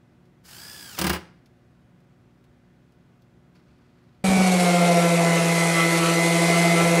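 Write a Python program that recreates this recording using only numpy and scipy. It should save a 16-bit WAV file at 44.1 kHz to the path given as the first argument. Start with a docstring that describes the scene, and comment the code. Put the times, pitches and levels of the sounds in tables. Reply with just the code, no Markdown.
"""In a quiet back yard an impact driver whines up, runs a screw in, slows under the load and hammers
it tight; a house wall answers. A few small handling clicks follow over distant machinery hum.
At about 4.2 s the scene cuts hard to a workshop: a random orbital sander, close by, is pressed onto
a wood panel and moved slowly about. Its weight shakes, its fan sings and its grit rasps, while the
panel drums and now and then bumps on the bench."""
import sys
import numpy as np
from scipy import signal
from scipy.fft import rfft, irfft, next_fast_len
from scipy.io import wavfile
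from scipy.ndimage import uniform_filter1d, map_coordinates

SR = 44100
rng = np.random.default_rng(int(sys.argv[2]) if len(sys.argv) > 2 else 0)


def to_wav(sig):
    """Store sig (one row per channel, or 1-D mono) as 16-bit WAV at the path in sys.argv[1].

    Samples outside -1..1 are clipped; the rate is SR.
    """
    pcm = np.clip(np.atleast_2d(sig), -1, 1) * 32767
    pcm = np.round(pcm).astype(np.int16)
    wavfile.write(sys.argv[1], SR, pcm.T)  # frames by channels


N = 308685
T = np.arange(N) / SR
TRIGGER_S, SEATED_S, LET_GO_S = .435, .98, 1.15  # trigger pulled, screw seated, trigger let go

# hiss of grit on wood: f/Hz, level/dB (levels in all tables are relative)
GRIT = [(800, -23), (2000, 6.5), (3000, -1), (4000, 0.5), (5000, -1), (6500, 0), (8200, 0), (10500, -3),
        (12500, -12), (15000, -25), (15600, -47.5)]


def driver(level_db=-43.3, turns_per_chuck=4.35, whine_db=1, clatter_db=-8.5, gears_db=-1):
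    """Motor and gear teeth whine through the case; the mesh tightens once each turn of the chuck."""
    # whine partials: multiple of the rotor, level/dB, throb/dB, gain at full load/dB
    partials = [(6.17, -10, 1, 0), (6.3, -9, 2, 0), (12.6, -10, 7, 8), (18, -6, 2, -5), (18.4, -11, 7, -3),
                (18.9, -13, 7, -3), (24.6, -17, 7, 13), (30, -8, .5, 0), (35, -11, 7, 0)]
    # gear case resonances: f/Hz, level/dB
    housing = [(600, -15), (1350, -7.5), (1700, -4), (2100, -9.5), (2800, -4), (3350, -3), (3900, -7),
               (4500, -7.5), (5050, -0.5), (5700, -6.5), (7000, -6.5), (8200, -6.5), (12000, -11.5)]
    # gear noise: f/Hz, level/dB
    gear_colour = [(47, -37.5), (80, -1.5), (107, -4), (185, -2.5), (544, -14), (903, -8.5), (1050, -13),
                   (1710, -4.5), (1910, -12), (3310, -12.5), (3620, -14), (5040, -5.5), (5750, -12),
                   (15500, -14.5)]
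    rotor_hz, load, drive = driver_motion()
    rotor = angle(rotor_hz)
    throb = np.sin(rotor / turns_per_chuck + .2 * wobble(30))
    teeth = sum(amp(db + load_db * load + throb_db * (throb - .5))
                * tone(k * rotor + .06 * throb_db * wobble(130))
                for k, db, throb_db, load_db in partials)
    whine = amp(whine_db) * drive ** 3 * filtered(teeth, lambda hz: amp(along(housing, hz)))
    sharp_housing = [(hz, 2 * db) for hz, db in housing]  # backlash knocks ring the case sharply
    clatter = amp(clatter_db) * noise(sharp_housing, (1 + throb) ** 2)
    gears = amp(gears_db) * noise(gear_colour, amp(throb))
    return amp(level_db) * drive * (whine + clatter + gears)


def driver_motion(free_hz=275.5, loaded_hz=166, spin_up_s=.056, tighten_s=.06, brake_s=.012):
    """The rotor runs up, slows as the screw seats, then brakes: speed/Hz, load 0-1, drive 0-1."""
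    run_up = 1 - np.exp(-np.maximum(T - TRIGGER_S, 0) / spin_up_s)
    load = np.exp(np.minimum(T - SEATED_S, 0) / tighten_s)
    drive = run_up * np.exp(-np.maximum(T - LET_GO_S, 0) / brake_s)
    return drive * (free_hz + (loaded_hz - free_hz) * load), load, drive


def hammer(snap_db=-5, crack_db=-1, thud_db=-1.8, clang_db=-7, bite_db=-24):
    """Each blow snaps and cracks on the steel anvil, thuds into the workpiece and rings the sheet."""
    # hammer blows: t/s, crack level/dB, thud level/dB
    blows = [(0.9877, -17.5, -25.5), (1.0137, -18.5, -22.5), (1.0412, -20.5, -21), (1.0667, -18, -21.5),
             (1.0955, -18, -19), (1.131, -23, -26), (1.147, -39, -30.5), (1.155, -44, -37),
             (1.162, -38.5, -56)]
    # bright leading snap: f/Hz, level/dB
    steel = [(2000, -20.5), (6000, -4), (10000, 4), (15500, -4)]
    # crack of the anvil: f/Hz, level/dB
    anvil = [(300, -17), (900, 4), (1700, -4.5), (3000, -2), (5000, 0), (7000, -7.5), (9500, -4.5),
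             (12000, -14.5), (15500, -2.5)]
    # body of the thud: f/Hz, level/dB
    workpiece = [(30, -38.5), (70, -7.5), (135, -8), (186, 13.5), (252, -10.5), (341, 7), (400, -3.5),
                 (580, -11.5), (800, -9.5), (1730, -10), (2500, -15.5), (2800, -10), (5000, -31.5),
                 (9000, -60.5), (12000, -59.5)]
    # the sheet rattling under the screw head: f/Hz, level/dB
    rattle = [(400, -24), (1200, -3), (1700, 0), (2400, -2), (3500, -15), (8000, -36)]
    # the screw head grinding in, just ahead of the first blow: f/Hz, level/dB
    grind = [(200, -12), (750, 0), (1600, -7), (5000, -14), (12000, -26)]
    snap = sum(amp(db + snap_db) * decay(s, t60=.012, attack=.0005) for s, db, _ in blows)
    crack = sum(amp(db + crack_db) * decay(s, t60=.062, attack=.001) for s, db, _ in blows)
    thud = sum(amp(db + thud_db) * decay(s, t60=.145, attack=.0029) for s, _, db in blows)
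    clang = sum(amp(db + clang_db) * decay(s, t60=.085, attack=.004) for s, _, db in blows)
    bite = amp(bite_db) * decay(SEATED_S - .002, t60=.07, attack=.005)
    ring = sheet_ring(blows)
    impact = snap * noise(steel) + crack * noise(anvil) + thud * noise(workpiece)
    return impact + clang * noise(rattle) + bite * noise(grind) + ring


def sheet_ring(blows, level_db=-4.5):
    """Every blow rings the fastened sheet; each mode takes a cycle or so to build up."""
    # sheet modes: f/Hz, level/dB, t60/s
    modes = [(75.4, -4.5, 0.25), (176, -9, .18), (296, -9, 0.24), (538, -12, .2), (748, -7, 0.12),
             (1007, -13, .15), (1216, -13.5, .15), (1410, -13.5, .16), (1588, -12.5, .16), (1635, -10, .16),
             (1846, -11.5, 0.1), (2250, -14, .15), (2850, -16, .15)]
    t = np.arange(SR // 2) / SR
    out = np.zeros(N)
    for s, _, thud_db in blows:
        ring = sum(amp(db + rng.normal(0, 2) - 60 * t / t60)
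                   * np.sin(2 * np.pi * hz * t) * (1 - np.exp(-t * hz)) for hz, db, t60 in modes)
        out[round(s * SR):][:len(t)] += amp(thud_db + level_db) * ring
    return out


def sander(pad_ratio=.98, load_db_per_hz=.4, near_share=.4):
    """The shaft slows as the hand bears down; the free-spinning pad lags a little behind it."""
    # the push away and draw back: t/s, shaft f/Hz, shake level/dB, fan level/dB, grit level/dB
    stroke = [(4.24, 191.9, -19.5, -33.5, -30.5), (4.4, 188.7, -18, -32, -30.3),
              (4.65, 178, -20.5, -34, -30), (4.85, 174.7, -20, -31, -29.5),
              (5.25, 169.8, -21, -32.5, -30.4), (5.8, 168.4, -24.5, -26.5, -27.7),
              (6.15, 169, -24, -27.7, -28.4), (6.6, 171, -21.2, -24.8, -28.5), (7.0, 170.6, -21, -29, -29)]
    shaft_hz, shake_db, fan_db, grit_db = curves(stroke)
    shaft = angle(shaft_hz)
    orbit = pad_ratio * shaft + .22 * wobble(9)
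    load_db = load_db_per_hz * (shaft_hz.min() - shaft_hz) + 1  # harder knocks as the motor slows
    near_db = near_share * (shake_db - shake_db[-1])  # more roar where the shake is strong
    drone = sander_motor(shaft, shake_db, fan_db) + drumming(shaft)
    return drone + sander_pad(orbit, load_db, near_db, grit_db) + bumps()


def sander_motor(shaft, shake_db, fan_db, mains_hz=60, ripple=.66, swing_rad=.37):
    """The eccentric weight shakes the tool; torque ripple at twice mains gives the fan sidebands."""
    # fan blade tones: multiple of the shaft, level/dB
    partials = [(12, -1), (24, -18.5)]
    # the fan tone sinks briefly: t/s, length/s, depth/dB
    dips = [(5.44, .1, 4), (6.06, .25, 14)]
    shake = amp(shake_db + .35 * wobble(22)) * tone(shaft)
    torque = angle(np.full(N, 2 * mains_hz))
    blades = sum(amp(db + wobble(40)) * tone(k * shaft + swing_rad * np.sin(torque) + .2 * wobble(35))
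                 for k, db in partials)
    waver_db = 1.5 * wobble(16) - sum(db * swell(s, length) for s, length, db in dips)
    return shake + amp(fan_db + waver_db) * (1 + ripple * np.cos(torque)) * blades


def drumming(shaft, level_db=-1.3, far_end_s=5.8):
    """Shaft and pad both drive the panel's low tones, which throb as the two slide out of step."""
    # panel tones along the stroke: t/s, then level/dB at 2, 3 and 4 times the shaft speed
    levels = [(4.26, -42, -33, -28.5), (4.55, -35, -34, -28), (4.7, -30, -25.5, -23.5),
              (5.0, -32.5, -23, -22.8), (5.55, -31.5, -32, -28.5), (5.95, -24.5, -30, -32),
              (6.15, -26.5, -28, -30), (6.7, -28, -35, -24), (6.97, -28.5, -23, -26)]
    # throb of each tone: beat f/Hz, crest t/s
    throbs = [(12.3, 4.723), (13.35, 4.685), (13.7, 4.975)]
    depth = .74 * (1 - .6 * swell(far_end_s, length=1.3))  # calmer at the far end of the stroke
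    out = np.zeros(N)
    for k, (db, (beat_hz, crest_s)) in enumerate(zip(curves(levels), throbs), 2):
        drive = k * shaft + .14 * wobble(20)
        slip = 2 * np.pi * beat_hz * (T - crest_s)
        pair = tone(drive) + depth * tone(drive - slip + .25 * wobble(20))
        out += amp(db + level_db + .6 * wobble(12)) * unit(pair)
    return out


def sander_pad(orbit, load_db, near_db, grit_db, panel_db=-22, rub_db=-7, scrape_db=3, rasp_follow=.42):
    """Once an orbit the pad knocks on the panel, chatters at its rim and drags grit over the wood."""
    # buzz of the knocking pad: multiple of the orbit, level/dB
    pad_partials = [(5, -17), (6, -16), (9, -23), (10, -29), (11, -28), (14, -26), (15, -20.5)]
    # buzz of the rim: multiple of the orbit, level/dB
    rim_partials = [(7, -8), (8, -4.5)]
    # roar of the rubbed panel: f/Hz, level/dB
    wood = [(25, -25), (70, -22.5), (120, -14.5), (230, -12.5), (310, -2), (420, 3), (600, 1.5),
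            (780, -0.5), (950, -6), (1300, -12), (3000, -47)]
    # rasp of the rim: f/Hz, level/dB
    chatter = [(400, -30), (900, -10), (1300, 3.5), (1650, -10), (2300, -1.5), (2800, -3.5), (4000, -9),
               (8000, -39)]
    panel_gain = amp(panel_db + 1.1 * wobble(18))
    rim_db = rim_level()
    scrape = (.47 * np.cos(orbit) + .72 * np.cos(2 * orbit + wobble(6))
              + .42 * np.cos(3 * orbit + wobble(6.5)))
    contact = amp(scrape_db * scrape)
    knock = amp(load_db) * buzz(orbit, pad_partials)
    roar = amp(rub_db + near_db) * patchy(noise(wood, contact), depth_db=1.5)
    rasp_db = grit_db + rasp_follow * (rim_db - grit_db) - 1.3
    rasp = amp(rasp_db) * patchy(noise(chatter, contact), depth_db=3)
    grains = noise(GRIT, contact ** .33 * amp(2 * wobble(2500)))
    grit = amp(grit_db + .2 + .45 * wobble(35) + .4 * wobble(9)) * patchy(grains, depth_db=1.9)
    rim = amp(rim_db) * buzz(orbit, rim_partials)
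    return panel_gain * (knock + roar) + rim + rasp + grit


def buzz(orbit, partials, rough_rad=.61):
    """Repeated knocks make harmonics of the orbit, unsteady in level and phase."""
    return sum(amp(db + 2 * wobble(14))
               * tone(k * orbit + rough_rad * wobble(45) + rng.uniform(0, 2 * np.pi))
               for k, db in partials)


def rim_level(flat_db=-37.3, waver_db=2.5):
    """The rim chatters lightly while the pad lies flat, and hard at each tilt: level/dB."""
    # pad tilts: t/s, length/s, level/dB
    tilts = [(5.38, .07, -31), (5.8, .14, -25.5), (6.06, .19, -25), (6.55, .08, -30), (6.8, .12, -28)]
    flat = amp(flat_db + waver_db * wobble(14))
    return 20 * np.log10(flat + sum(amp(db) * swell(s, length) for s, length, db in tilts))


def patchy(x, depth_db):
    """Narrow bands swell and sink at random as a nearby reflection shifts."""
    bands = signal.stft(x, nperseg=1024)[2]
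    patches = uniform_filter1d(rng.standard_normal(bands.shape), size=5, axis=0)
    patches = uniform_filter1d(patches, size=9, axis=1)
    return unit(signal.istft(bands * amp(depth_db * unit(patches)), nperseg=1024)[1][:N])


def bumps():
    """The panel lifts and drops back on the bench: a soft thump, and the grit bites for an instant."""
    # panel drops: t/s, thump level/dB, rattle level/dB
    drops = [(4.28, -23, -35), (4.37, -25.5, -32), (4.475, -48, -26), (4.52, -39, -25.5), (4.6, -46, -24),
             (5.38, -36, -33), (5.975, -37, -24), (6.48, -38, -40), (6.83, -34, -40)]
    # thump of the bench: f/Hz, level/dB
    bench = [(25, -26), (55, -6), (80, -4.5), (110, -8), (200, 2), (350, -10), (700, -20), (2000, -46)]
    thump = sum(amp(db) * decay(s, t60=.33, attack=.004) for s, db, _ in drops)
    rattle = sum(amp(db) * decay(s - .004, t60=.095, attack=.0016) for s, _, db in drops)
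    return thump * noise(bench) + rattle * noise(GRIT)


def handling(click_db=-8):
    """Small dry clicks and a rustle of cloth as the driver shifts in the hand."""
    # clicks: t/s, level/dB
    ticks = [(0.2543, -59), (1.4586, -51), (2.0028, -62), (2.4404, -56.5), (2.9208, -58), (3.2196, -57),
             (3.5513, -61)]
    # click colour: f/Hz, level/dB
    tick_colour = [(500, -23), (2500, 3), (4500, 4), (8000, -8), (12000, -3), (16000, -16)]
    # sleeve moves: t/s, level/dB, t60/s
    rustles = [(3.545, -60, .35), (3.66, -72, 5)]
    # cloth colour: f/Hz, level/dB
    cloth = [(500, -21), (1200, 4.5), (2000, -5), (2500, -1), (3300, -6.5), (4500, -3), (6000, -12.5),
             (12000, -26), (16000, -29.5)]
    clicks = sum(amp(db + click_db) * decay(s, t60=.05, attack=.0005) for s, db in ticks)
    sleeve = sum(amp(db) * decay(s, t60, attack=.012) for s, db, t60 in rustles)
    return clicks * noise(tick_colour) + sleeve * noise(cloth, amp(3 * wobble(120)))


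def wall(x, wet_db=-14.5):
    """Wall and clutter scatter the sound into a short tail; the treble dies first."""
    hz, t, bands = signal.stft(rng.standard_normal(SR // 2), SR, nperseg=256)
    t60 = along([(150, .47), (2000, .49), (6000, .4), (14000, .22)], hz)
    tail = signal.istft(bands * amp(-60 * t / t60[:, None]), SR, nperseg=256)[1]
    return x + amp(wet_db) * signal.fftconvolve(x, tail / np.linalg.norm(tail))[:N]


def yard(air_db=-60, hum_db=-1):
    """A bed of still evening air with the wavering hum of distant machinery."""
    # machinery tones: f/Hz, level/dB
    hum_tones = [(118.4, -65), (140, -64.5), (177.6, -64), (242.2, -65), (279.9, -77), (360.7, -72.5),
                 (559.9, -79), (597.5, -83), (721.4, -78.5), (1480, -84.5), (2020, -85), (2482, -89),
                 (3350, -93)]
    # outdoor air: f/Hz, level/dB
    air = [(15, -54.5), (25, -25), (59, -4), (93, -5.5), (125, -5.5), (181, -3.5), (207, -8), (243, -10.5),
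           (363, -8), (394, -14), (573, -17.5), (879, -21), (1540, -23), (2630, -30), (15000, -49.5)]
    hum = sum(amp(db + hum_db + .72 * wobble(3.1)) * tone(2 * np.pi * hz * T + .77 * wobble(6.7))
              for hz, db in hum_tones)
    return hum + amp(air_db) * noise(air)


def amp(db):
    """Decibels to gain."""
    return 10 ** (np.asarray(db) / 20)


def unit(x):
    """Scale to rms 1."""
    return x / np.sqrt(np.mean(x ** 2) + 1e-20)


def along(points, hz):
    """Read (f/Hz, value) points at hz, on a log frequency axis."""
    f, values = np.transpose(points)
    return np.interp(np.log(hz + 1), np.log(f + 1), values)


def curves(rows):
    """One automation curve for each column after the time."""
    times, *columns = np.transpose(rows)
    return [np.interp(T, times, column) for column in columns]


def wobble(rate):
    """A smooth random curve, rate knots a second."""
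    return map_coordinates(rng.standard_normal(int(N * rate / SR) + 4), [T * rate])


def angle(hz):
    """The running angle of something that turns at hz."""
    return 2 * np.pi * np.cumsum(hz) / SR


def tone(phase):
    """A sine of rms 1."""
    return np.sqrt(2) * np.sin(phase)


def filtered(x, response):
    """Equalise x with a gain given as a function of frequency."""
    size = next_fast_len(N + 8192)
    return irfft(rfft(x, size) * response(np.fft.rfftfreq(size, 1 / SR)), size)[:N]


def noise(spectrum, gate=1):
    """Gated noise coloured by a spectrum, at rms 1."""
    return unit(filtered(gate * rng.standard_normal(N), lambda hz: amp(along(spectrum, hz))))


def decay(s, t60, attack):
    """The envelope of a hit at time s."""
    age = np.maximum(T - s, 0)
    return amp(-60 * np.minimum(age / t60, 3)) * (1 - np.exp(-age / attack))


def swell(s, length):
    """A smooth rise from 0 to 1 and back, centred on time s."""
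    return np.cos(np.pi * np.clip((T - s) / length, -.5, .5)) ** 2


def scene(cut_s=4.2415, crossfade_s=.004):
    """First the yard, then a hard cut to the workshop."""
    outdoors = wall(driver() + hammer() + handling()) + yard()
    indoors = np.clip((T - cut_s) / crossfade_s + .5, 0, 1)
    return ((1 - indoors) * outdoors + indoors * sander())[None]


def record(dry):
    """A low cut clears the deepest rumble and a steep high cut trims the very top."""
    low_hz, top_hz = 35, 15800
    low_cut = lambda hz: hz ** 2 / np.hypot(hz ** 2, low_hz ** 2)
    high_cut = lambda hz: np.clip((top_hz - hz) / 200 + .5, 0, 1) ** 2
    return filtered(dry[0], lambda hz: low_cut(hz) * high_cut(hz))[None]


dry = scene()
out = record(dry)
to_wav(out)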